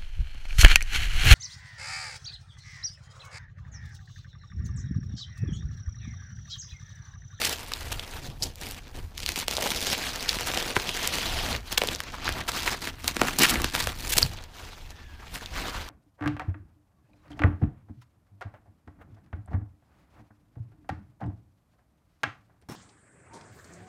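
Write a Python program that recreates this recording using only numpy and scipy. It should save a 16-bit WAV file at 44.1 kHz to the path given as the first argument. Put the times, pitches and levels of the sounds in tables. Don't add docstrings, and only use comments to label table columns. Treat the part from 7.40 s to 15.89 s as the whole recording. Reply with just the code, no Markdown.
import sys
import numpy as np
from scipy import signal
from scipy.fft import rfft, irfft, next_fast_len
from scipy.io import wavfile
from scipy.ndimage import uniform_filter1d, map_coordinates

SR = 44100
rng = np.random.default_rng(int(sys.argv[2]) if len(sys.argv) > 2 else 0)


def dump(signal):
    limited = np.clip(np.atleast_2d(signal).T, -1, 1)
    pcm = np.round(limited * 32767).astype(np.int16)
    wavfile.write(sys.argv[1], SR, pcm)


N = 374459

# t/s, tautness (0 hanging loose - 1 stretched on the door),
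# crumpling (0 sliding - 1 being crushed)
SHEET_STATE = [(0, 0.81, .74), (1.1, 0.69, .6), (1.9, 0.48, 0.99), (2.25, 0.96, .9), (2.65, 0.71, .35),
               (3.1, 0.89, .85), (3.55, 0.82, .35), (4.05, 0.53, .16), (4.42, .64, .8), (5.8, .05, .75),
               (6.25, .05, .83), (6.78, 0.53, 0.98), (7.2, 0.82, .3), (7.7, .45, .05), (8.49, .75, .4)]
LOOSE_HZ, TAUT_HZ = 260, 814


def amp(db):
    return 10 ** (np.asarray(db) / 20)


def unit(x):
    return x / np.sqrt(np.mean(x ** 2) + 1e-20)


def along(points, hz):
    f, v = np.transpose(points)
    return np.interp(np.log(hz + 1), np.log(f), v)


def curves(rows):
    s, *cols = np.transpose(rows)
    return [np.interp(np.arange(N) / SR, s, c) for c in cols]


def wobble(rate, size=N):
    knots = rng.standard_normal(int(size * rate / SR) + 4)
    return map_coordinates(knots, [np.arange(size) * rate / SR])


def filtered(x, response):
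    m = next_fast_len(len(x) + 4096)
    return irfft(rfft(x, m) * response(np.fft.rfftfreq(m, 1 / SR)), m)[:len(x)]


def coloured(x, spectrum):
    return unit(filtered(x, lambda hz: amp(along(spectrum, hz))))


def resonance(hz, centre_hz, q):
    return 1j * hz * centre_hz / (q * (centre_hz ** 2 - hz ** 2) + 1j * hz * centre_hz)


def add(track, s, sound):
    start = max(round(s * SR), 0)
    track[start:start + len(sound)] += sound[:max(len(track) - start, 0)]


def effort():
    # flutter level/dB, crinkle level/dB, fizz level/dB (all before layer trims)
    strokes = [(-.02, .13, -34.5, -2, -4, -0.5, -1.5), (0.164, .34, -44, -2.5, -4.5, -4.5, -6.5),
               (0.5, 0.29, -45.5, -1, -1.5, -5.5, -6.5), (0.823, 0.044, -50.5, 0.5, 6, 2.5, -3),
               (1.017, 0.034, -51, -2.5, 8, 8, 2.5), (1.199, 0.15, -45.5, -4.5, 0, -2, -3.5),
               (1.368, 0.12, -57.5, 2, -4, -4.5, -16), (1.525, 0.077, -52, -4, 2.5, -5.5, -6),
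               (1.77, .13, -45.5, 10.5, -2.5, 4, -4), (1.954, 0.041, -36.5, 2, -7.5, -1, -3.5),
               (2.098, .22, -37, 3.5, -1, -0.5, -3.5), (2.329, 0.2, -37, 1, -0.5, 3, -2.5),
               (2.56, 0.46, -37.5, 1, -5, -2.5, -8.5), (3.051, .24, -35.5, 2.5, -2, -2.5, -8),
               (3.343, 0.77, -35.5, 1, -4, -2.5, -8.5), (4.077, 0.064, -37.5, 3.5, -2.5, -7.5, -19),
               (4.217, .11, -47, 19, -6, -4, -9), (4.37, 0.16, -39, 7, -1.5, -3.5, -10),
               (4.564, 0.24, -47, -2.5, -3, -4.5, -18), (4.805, .11, -36, 3, -6.5, -6, -19),
               (4.955, 0.036, -37, -3, 0, -7.5, -11.5), (5.081, 0.24, -34.5, 5, -5.5, -4.5, -9),
               (5.42, 0.051, -38, -2.5, -2.5, -4.5, -7), (5.556, .13, -49, 22.5, -4.5, -4.5, -6.5),
               (5.751, .22, -39.5, 4, -3, -5.5, -8), (5.811, .06, -31, -3.5, -2, -12, -12),
               (5.994, 0.099, -27, 3, -5, -5, -7.5), (6.11, 0.076, -30.5, -3.5, -0.5, -13, -10.5),
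               (6.238, 0.041, -33.5, -3, -7, -4, -13), (6.349, 0.16, -35, -12, -3, -4, -6),
               (6.565, .28, -42.5, 5, 0, -1.5, -0.5), (6.854, .18, -48.5, 1, -4.5, -6, -19),
               (7.132, .38, -51.5, -9.5, -4, -4, -10), (7.5, 0.37, -60, -9, -9, -6, -20),
               (7.803, .32, -51.5, 10.5, -4, -5, -14), (7.923, 0.029, -43.5, 2, -6, -4.5, -3.5),
               (8.145, .35, -39, -9, -5, -7, -13)]
    # flutter, rustle, crinkle, fizz level/dB
    rest_db = (-57, -60.5, -71, -83)
    # flutter, rustle, crinkle, fizz t60/s
    release_t60 = (0.32, 0.29, 0.27, 0.22)
    attack_s, attack_db = 0.016, 7
    t = np.arange(0, N / SR, .002)
    power = amp(rest_db)[:, None] ** 2 * np.ones(len(t))
    for s, length, db, swell_db, flutter_db, crinkle_db, fizz_db in strokes:
        rising = np.maximum(1 - (t - s) / attack_s, 0)
        progress = np.clip((t - s) / length, 0, 1)
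        settled = np.maximum(t - s - length, 0) / np.array(release_t60)[:, None]
        level_db = db - attack_db * rising + swell_db * (progress - .5) - 60 * settled
        layer_db = level_db + [[flutter_db], [0], [crinkle_db], [fizz_db]]
        power = power + amp(layer_db) ** 2
    return curves(np.column_stack([t, *(10 * np.log10(power))]))


def buckles(size, rate, spread_db, rub_db):
    sizes = amp(spread_db * np.minimum(rng.standard_normal(size), 2)) * rng.choice([-1, 1], size)
    ticks = sizes * (rng.random(size) < rate / SR)
    return unit(unit(ticks) + amp(rub_db) * rng.standard_normal(size))


def avalanches(size, rate, spread_db, t60):
    sizes = amp(spread_db * np.minimum(rng.standard_normal(size), 1.5))
    starts = sizes * (rng.random(size) < rate / SR)
    return unit(1 + signal.lfilter([1], [1, -amp(-60 / (t60 * SR))], starts))


def patchy(x, depth_db):
    z = signal.stft(x, nperseg=256)[2]
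    field = rng.standard_normal(z.shape)
    for axis in (0, 1):
        field = uniform_filter1d(field, size=5, axis=axis)
    return signal.istft(z * amp(depth_db * unit(field)), nperseg=256)[1][:len(x)]


def bending(hz, delay, at_hz):
    return np.exp(-4j * np.pi * delay * np.sqrt(hz * at_hz))


def drumming(knocks, taut, q=1.41, broad_db=-5):
    # f/Hz, relative level/dB
    flutter_colour = [(60, -32), (130, 0.5), (220, -1.5), (400, 2), (700, -2), (1000, -3.5), (2000, -34)]
    low = unit(filtered(knocks, lambda hz: resonance(hz, LOOSE_HZ, q)))
    high = unit(filtered(knocks, lambda hz: resonance(hz, TAUT_HZ, q)))
    broad = coloured(filtered(knocks, lambda hz: 1j), flutter_colour)
    drummed = np.sqrt(1 - taut) * low + np.sqrt(taut) * high + amp(broad_db) * broad
    return coloured(drummed, flutter_colour)


def rustling(drive, crisp_db, even_db=-3, range_db=4, tilt_db=4):
    # f/Hz, relative level/dB
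    rustle_colour = [(350, -41), (650, -5.5), (900, -1.5), (1600, 1), (2600, 1), (3300, -1), (4300, -2),
                     (8000, -37)]
    small = .5 + .5 * np.tanh((crisp_db - even_db) / range_db)
    tilt = lambda hz: amp(tilt_db * np.log2(np.clip(hz, 700, 4000) / 1700))
    dull = coloured(filtered(drive, lambda hz: 1 / tilt(hz)), rustle_colour)
    bright = coloured(filtered(drive, tilt), rustle_colour)
    return unit((1 - small) * dull + small * bright)


def sheet():
    # f/Hz, relative level/dB
    crinkle_colour = [(1800, -8.5), (3000, -1.5), (3800, -1.5), (4800, 1.5), (6300, -1), (7500, -8),
                      (10000, -28)]
    fizz_colour = [(5000, -24), (7000, -1), (8200, 0), (11000, -2.5), (15000, -4.5)]
    flutter_db, rustle_db, crinkle_db, fizz_db = effort()
    taut, crumpling = np.clip(curves(SHEET_STATE), 0, 1)
    clumps = amp(2.3 * wobble(45)) * avalanches(N, rate=130, spread_db=5, t60=0.015) ** crumpling
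    grain = buckles(N, rate=1800, spread_db=4.5, rub_db=-3)
    drive = patchy(clumps * grain, depth_db=2.5)
    drive = filtered(drive, lambda hz: bending(hz, delay=0.000295, at_hz=2980))
    knocks = clumps * buckles(N, rate=400, spread_db=1.5, rub_db=-1.5)
    flutter = amp(flutter_db - 1.3) * drumming(knocks, taut)
    rustle = amp(rustle_db - 0.12) * rustling(drive, crinkle_db - rustle_db)
    fine = drive * avalanches(N, rate=110, spread_db=9, t60=0.013) ** crumpling
    crinkle = amp(crinkle_db - 0.04) * coloured(filtered(fine, lambda hz: 1j), crinkle_colour)
    fizz = amp(fizz_db + 0.54) * coloured(fine, fizz_colour)
    return flutter + rustle + crinkle + fizz


def rumble():
    # f/Hz, relative level/dB
    rumble_colour = [(12, -13.5), (25, 4.5), (42, -1), (60, -0.5), (80, 0), (105, -7), (150, -11.5),
                     (300, -46)]
    # t/s, peak level/dB
    gusts = [(.52, -35.5), (.85, -40), (1.04, -36.5), (1.3, -49), (1.63, -40.5), (1.85, -42), (2.33, -42),
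             (3.97, -35), (4.12, -38), (4.92, -36.5), (6.03, -40), (6.23, -35.5), (6.47, -37), (6.72, -37),
             (6.85, -34.5), (8.21, -39)]
    still_air_db, gust_s = -48.5, 0.071
    handling_db, handling_follows = -45, 0.48
    t, flutter_db = np.arange(N) / SR, effort()[0]
    swings = sum(amp(db) ** 2 * np.exp(-((t - s) / gust_s) ** 2) for s, db in gusts)
    handling = amp(handling_db + handling_follows * (flutter_db - flutter_db.mean()))
    level = np.sqrt(amp(still_air_db) ** 2 + handling ** 2 + swings)
    lumpy_noise = rng.standard_normal(N) * amp(1.6 * wobble(12))
    air = level * coloured(lumpy_noise, rumble_colour)
    drone = unit(filtered(rng.standard_normal(N), lambda hz: resonance(hz, centre_hz=76.6, q=6.4) ** 2))
    return air + amp(-57.0) * drone


def facet(hz, centre_hz, q, steepening=0.15):
    q = max(q, .3)
    steepness = 1 + steepening * q
    return resonance(hz, centre_hz, q / steepness) ** steepness


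def rips(rise=0.0024, fall_t60=0.0069):
    # t/s, length/s, level before trim and envelope/dB,
    # centre f/Hz, nominal Q
    rip_runs = [(0.033, .045, -28.5, 2700, 1.1), (0.317, 0.0042, -28, 1070, 0.74),
                (0.515, 0.014, -29.5, 2000, .4), (1.025, 0.016, -25.5, 5260, 2.2),
                (2.18, 0.086, -35.5, 636, 4.1), (2.256, 0.016, -27, 800, 2.6),
                (2.516, 0.042, -30.5, 2760, 2.3), (2.879, 0.021, -28.5, 2570, 1.2),
                (3.058, 0.028, -29.5, 1660, 0.49), (3.363, 0.014, -22.5, 360, 0.83),
                (3.463, 0.57, -39.5, 3130, 5.4), (3.853, 0.3, -40.5, 710, 4.5),
                (4.424, 0.018, -37, 480, 1.8), (4.735, 0.02, -34.5, 1170, 1.9),
                (5.077, 0.021, -25.5, 1290, 0.57), (5.258, 0.035, -28.5, 1100, 0.51),
                (5.342, 0.0084, -29, 835, 1.2), (5.675, 0.023, -31, 1290, 0.56),
                (5.812, 0.039, -31, 340, 1), (6.022, 0.034, -16.5, 2100, 1.7),
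                (6.089, 0.021, -21.5, 4220, 0.34), (6.339, 0.026, -28, 1460, .45),
                (6.388, 0.02, -28, 1500, 0.31), (6.69, 0.016, -26.5, 5470, 0.37),
                (6.718, 0.021, -21.5, 3930, 0.52), (6.765, 0.0092, -21.5, 2000, .31),
                (6.817, 0.013, -22.5, 1810, .21), (7.305, 0.048, -51.5, 3750, 5.5),
                (7.817, .033, -48, 1100, 2)]
    track = np.zeros(N)
    for s, length, db, centre_hz, q in rip_runs:
        t = np.arange(int((length + 0.045) * SR)) / SR
        shape = (1 - np.exp(-t / rise)) * amp(-60 * np.maximum(t - length, 0) / fall_t60)
        ticks = buckles(len(t), rate=2200, spread_db=4, rub_db=-2)
        ticks = ticks * avalanches(len(t), rate=220, spread_db=4, t60=.006)
        ring = filtered(ticks, lambda hz: facet(hz, centre_hz, q) * bending(hz, delay=0.000303, at_hz=3000))
        add(track, s, amp(db - 1.04) * shape * unit(ring))
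    return track


def small_snaps(count):
    over_crinkle_db, spread_db, flap_below_db = 10.5, 3, -16.5
    middle_hz, octaves, q = 3230, 0.41, 1.43
    _, _, crinkle_db, _ = effort()
    _, crumpling = np.clip(curves(SHEET_STATE), 0, 1)
    strain = np.cumsum(crumpling ** 2)
    at = np.searchsorted(strain, strain[-1] * (np.arange(count) + rng.random(count)) / count)
    size, pitch = np.clip(rng.standard_normal((count, 2)), -2, 2).T
    crack_db = crinkle_db[at] + over_crinkle_db + spread_db * size
    ring_hz = middle_hz * 2 ** (octaves * pitch)
    return [(s, db, hz, q, db + flap_below_db) for s, db, hz in zip(at / SR, crack_db, ring_hz)]


def snaps(flap_q=1.8, travel=0.00162, scatter_db=-7, scatter_t60=0.011):
    # t/s, crack level/dB (rms over a millisecond, before trim),
    # ring f/Hz, nominal ring Q, level of the sheet's flap/dB (likewise)
    single_snaps = [(0.053, -17.5, 5500, 1.7, -30), (0.3361, -19.5, 4150, 3.1, -40),
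                    (0.5953, -24, 3400, 4.6, -34), (1.0239, -19, 4860, 5.7, -36),
                    (1.157, -37, 6000, 0.7, -55), (1.2138, -32, 4550, .71, -46),
                    (1.2885, -34, 6640, .36, -52), (1.311, -29, 6230, 0.37, -51),
                    (1.7786, -26, 3550, 1.5, -57), (1.8312, -28, 3320, 2.4, -49),
                    (1.8622, -18, 3530, 2, -48), (1.8903, -16, 2770, 1.2, -48),
                    (1.9593, -22.5, 2420, 0.87, -48), (2.0818, -16, 3520, 1.1, -20),
                    (2.1112, -21.5, 4270, 1.7, -28), (2.1677, -18.5, 4010, 3.1, -27),
                    (2.1824, -34, 4000, .95, -19), (2.2233, -22, 2270, 0.72, -33),
                    (2.2665, -26, 1100, 1.5, -23), (2.469, -19, 2900, .88, -37),
                    (2.531, -21, 3530, 1.4, -24), (2.892, -11.5, 4340, 4.7, -39),
                    (3.0089, -24, 2600, 0.76, -28), (3.0728, -22.5, 1140, 0.41, -37),
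                    (3.1375, -24, 1210, .4, -26), (3.1742, -18.5, 3000, 1.8, -23),
                    (3.3655, -13, 1470, 2.1, -18), (3.4916, -18.5, 3120, 2.9, -32),
                    (3.6749, -15.5, 4800, .7, -48), (3.7848, -21.5, 2580, 1.2, -25.5),
                    (4.1285, -24.5, 3340, 2.5, -26), (4.1632, -26.5, 4010, 2.2, -41),
                    (4.3265, -22.5, 3500, 0.32, -46), (4.3769, -12, 2750, 2.5, -38),
                    (4.3786, -13, 3000, 2.4, -23), (4.3813, -13.5, 1880, 0.27, -20),
                    (4.4178, -15.5, 2600, 4, -13.5), (4.4364, -23, 2580, .49, -17),
                    (4.4732, -22.5, 4840, 1.3, -41), (4.4868, -18.5, 3120, 4.1, -23),
                    (4.5491, -23.5, 5700, 4, -42), (4.6036, -20.5, 1970, 0.93, -36),
                    (4.8783, -17.5, 1550, 3.8, -44), (4.891, -17.5, 570, .36, -26),
                    (5.277, -14.5, 2000, 3.1, -30), (5.4733, -21.5, 2000, 2.1, -30),
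                    (5.6438, -26.5, 500, .35, -36), (5.6792, -12.5, 4130, .85, -38),
                    (5.767, -19.5, 1200, 0.83, -18.5), (5.8159, -10.5, 1300, 1.4, -9.5),
                    (5.9872, -14, 4270, .26, -40), (5.9933, -14, 11000, .44, -31),
                    (6.02, -13, 2580, 0.31, -15.5), (6.0341, -11, 6230, .83, -19),
                    (6.1568, -20, 2130, 4, -20), (6.2187, -22, 2580, 0.29, -38),
                    (6.244, -14.5, 1770, .8, -17.5), (6.2995, -31, 3320, 1.6, -46),
                    (6.3509, -16.5, 1430, 0.72, -34), (6.4716, -16.5, 890, 0.78, -42),
                    (6.771, -19, 3120, 0.66, -30), (6.7808, -10, 5850, 0.94, -22),
                    (6.7845, -8.5, 3800, 0.83, -19.5), (6.8285, -8, 4700, 13, -38),
                    (6.9872, -37, 3730, 5.9, -54), (7.5057, -39, 4270, 1.8, -56),
                    (7.9572, -27, 1770, 1.4, -50), (8.0598, -28.5, 3740, 3.8, -52)]
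    lead_s, lead_db, stiff_db = .003, -11, -16
    track, t = np.zeros(N), np.arange(2048) / SR
    millisecond = np.sqrt(SR / 1000 / len(t))
    kick = unit(1. * (t == 0))
    taut, _ = np.clip(curves(SHEET_STATE), 0, 1)
    for s, crack_db, ring_hz, q, flap_db in list(single_snaps) + small_snaps(count=190):
        flap_hz = LOOSE_HZ * (TAUT_HZ / LOOSE_HZ) ** taut[round(s * SR)]
        scatter = unit(rng.standard_normal(len(t)) * amp(-60 * t / scatter_t60))
        reach = np.exp(0.24 * rng.standard_normal())
        near = lambda hz: facet(hz, ring_hz, q) * bending(hz, delay=0.000392 * reach, at_hz=2970)
        flap_mode = lambda hz: resonance(hz, flap_hz, flap_q) / (1 + (hz / 1500) ** 2)
        far = lambda hz: flap_mode(hz) * bending(hz, travel * reach, at_hz=405)
        crack = unit(filtered(kick + amp(scatter_db) * scatter, near))
        flap = unit(filtered(kick, far))
        add(track, s, millisecond * (amp(crack_db + 0.94) * crack + amp(flap_db - 2.0) * flap))
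        if crack_db > stiff_db:
            early_tick = unit(filtered(scatter, near))
            add(track, s - lead_s, millisecond * amp(crack_db + lead_db) * early_tick)
    return track


def walls(x):
    # f/Hz, t60/s
    wall_decay = [(150, 0.28), (1500, 0.19), (6000, 0.073), (15000, 0.13)]
    hz, t, z = signal.stft(rng.standard_normal(SR // 3), SR, nperseg=256)
    decay = amp(-60 * t / along(wall_decay, hz)[:, None])
    tail = signal.istft(z * decay, SR, nperseg=256)[1]
    delayed = np.pad(x, (180, 0))
    return signal.fftconvolve(delayed, tail / np.linalg.norm(tail))[:N]


def puffs():
    # t/s, initial amplitude/dB, nominal f/Hz, t60/s
    puff_events = [(0.886, -28.5, 132, 0.099), (1.023, -32, 107, 0.1), (2.968, -20.5, 192, 0.014),
                   (3.371, -19.5, 121, .04), (4.109, -34.5, 80, 0.087), (5.818, -16, 262, 0.027),
                   (6.354, -20.5, 138, 0.018), (6.472, -21.5, 69.6, .07), (6.769, -19.5, 128, 0.036),
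                   (6.832, -23, 99, 0.25)]
    track, t = np.zeros(N), np.arange(SR // 4) / SR
    for s, db, hz, t60 in puff_events:
        phase = 2 * np.pi * np.cumsum(hz * np.exp(0.13 * wobble(120, len(t)))) / SR
        add(track, s, amp(db - 60 * t / t60) * np.sin(phase))
    return track


def squeak(rough=.052, overtone_db=-8):
    # t/s, length/s, nominal first f/Hz, nominal last f/Hz, level/dB
    slide = (7.5, .34, 1851.5, 1579, -60)
    s, length, first_hz, last_hz, db = slide
    track, u = np.zeros(N), np.linspace(0, 1, int(length * SR))
    hz = (first_hz + (last_hz - first_hz) * u) * (1 + rough * wobble(900, SR)[:len(u)])
    phase = 2 * np.pi * np.cumsum(hz) / SR
    tone = np.sin(phase) + amp(overtone_db) * np.sin(2 * phase)
    add(track, s, amp(db) * unit(np.sqrt(u * (1 - u)) * tone))
    return track


def scene():
    paper = sheet() + snaps() + rips() + squeak()
    return (paper + amp(-16.5) * walls(paper) + puffs() + rumble())[None]


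def record(dry):
    top_hz = 15550
    return np.array([filtered(np.clip(x, -1, 1), lambda hz: hz < top_hz) for x in dry])


dry = scene()
out = record(dry)
dump(out)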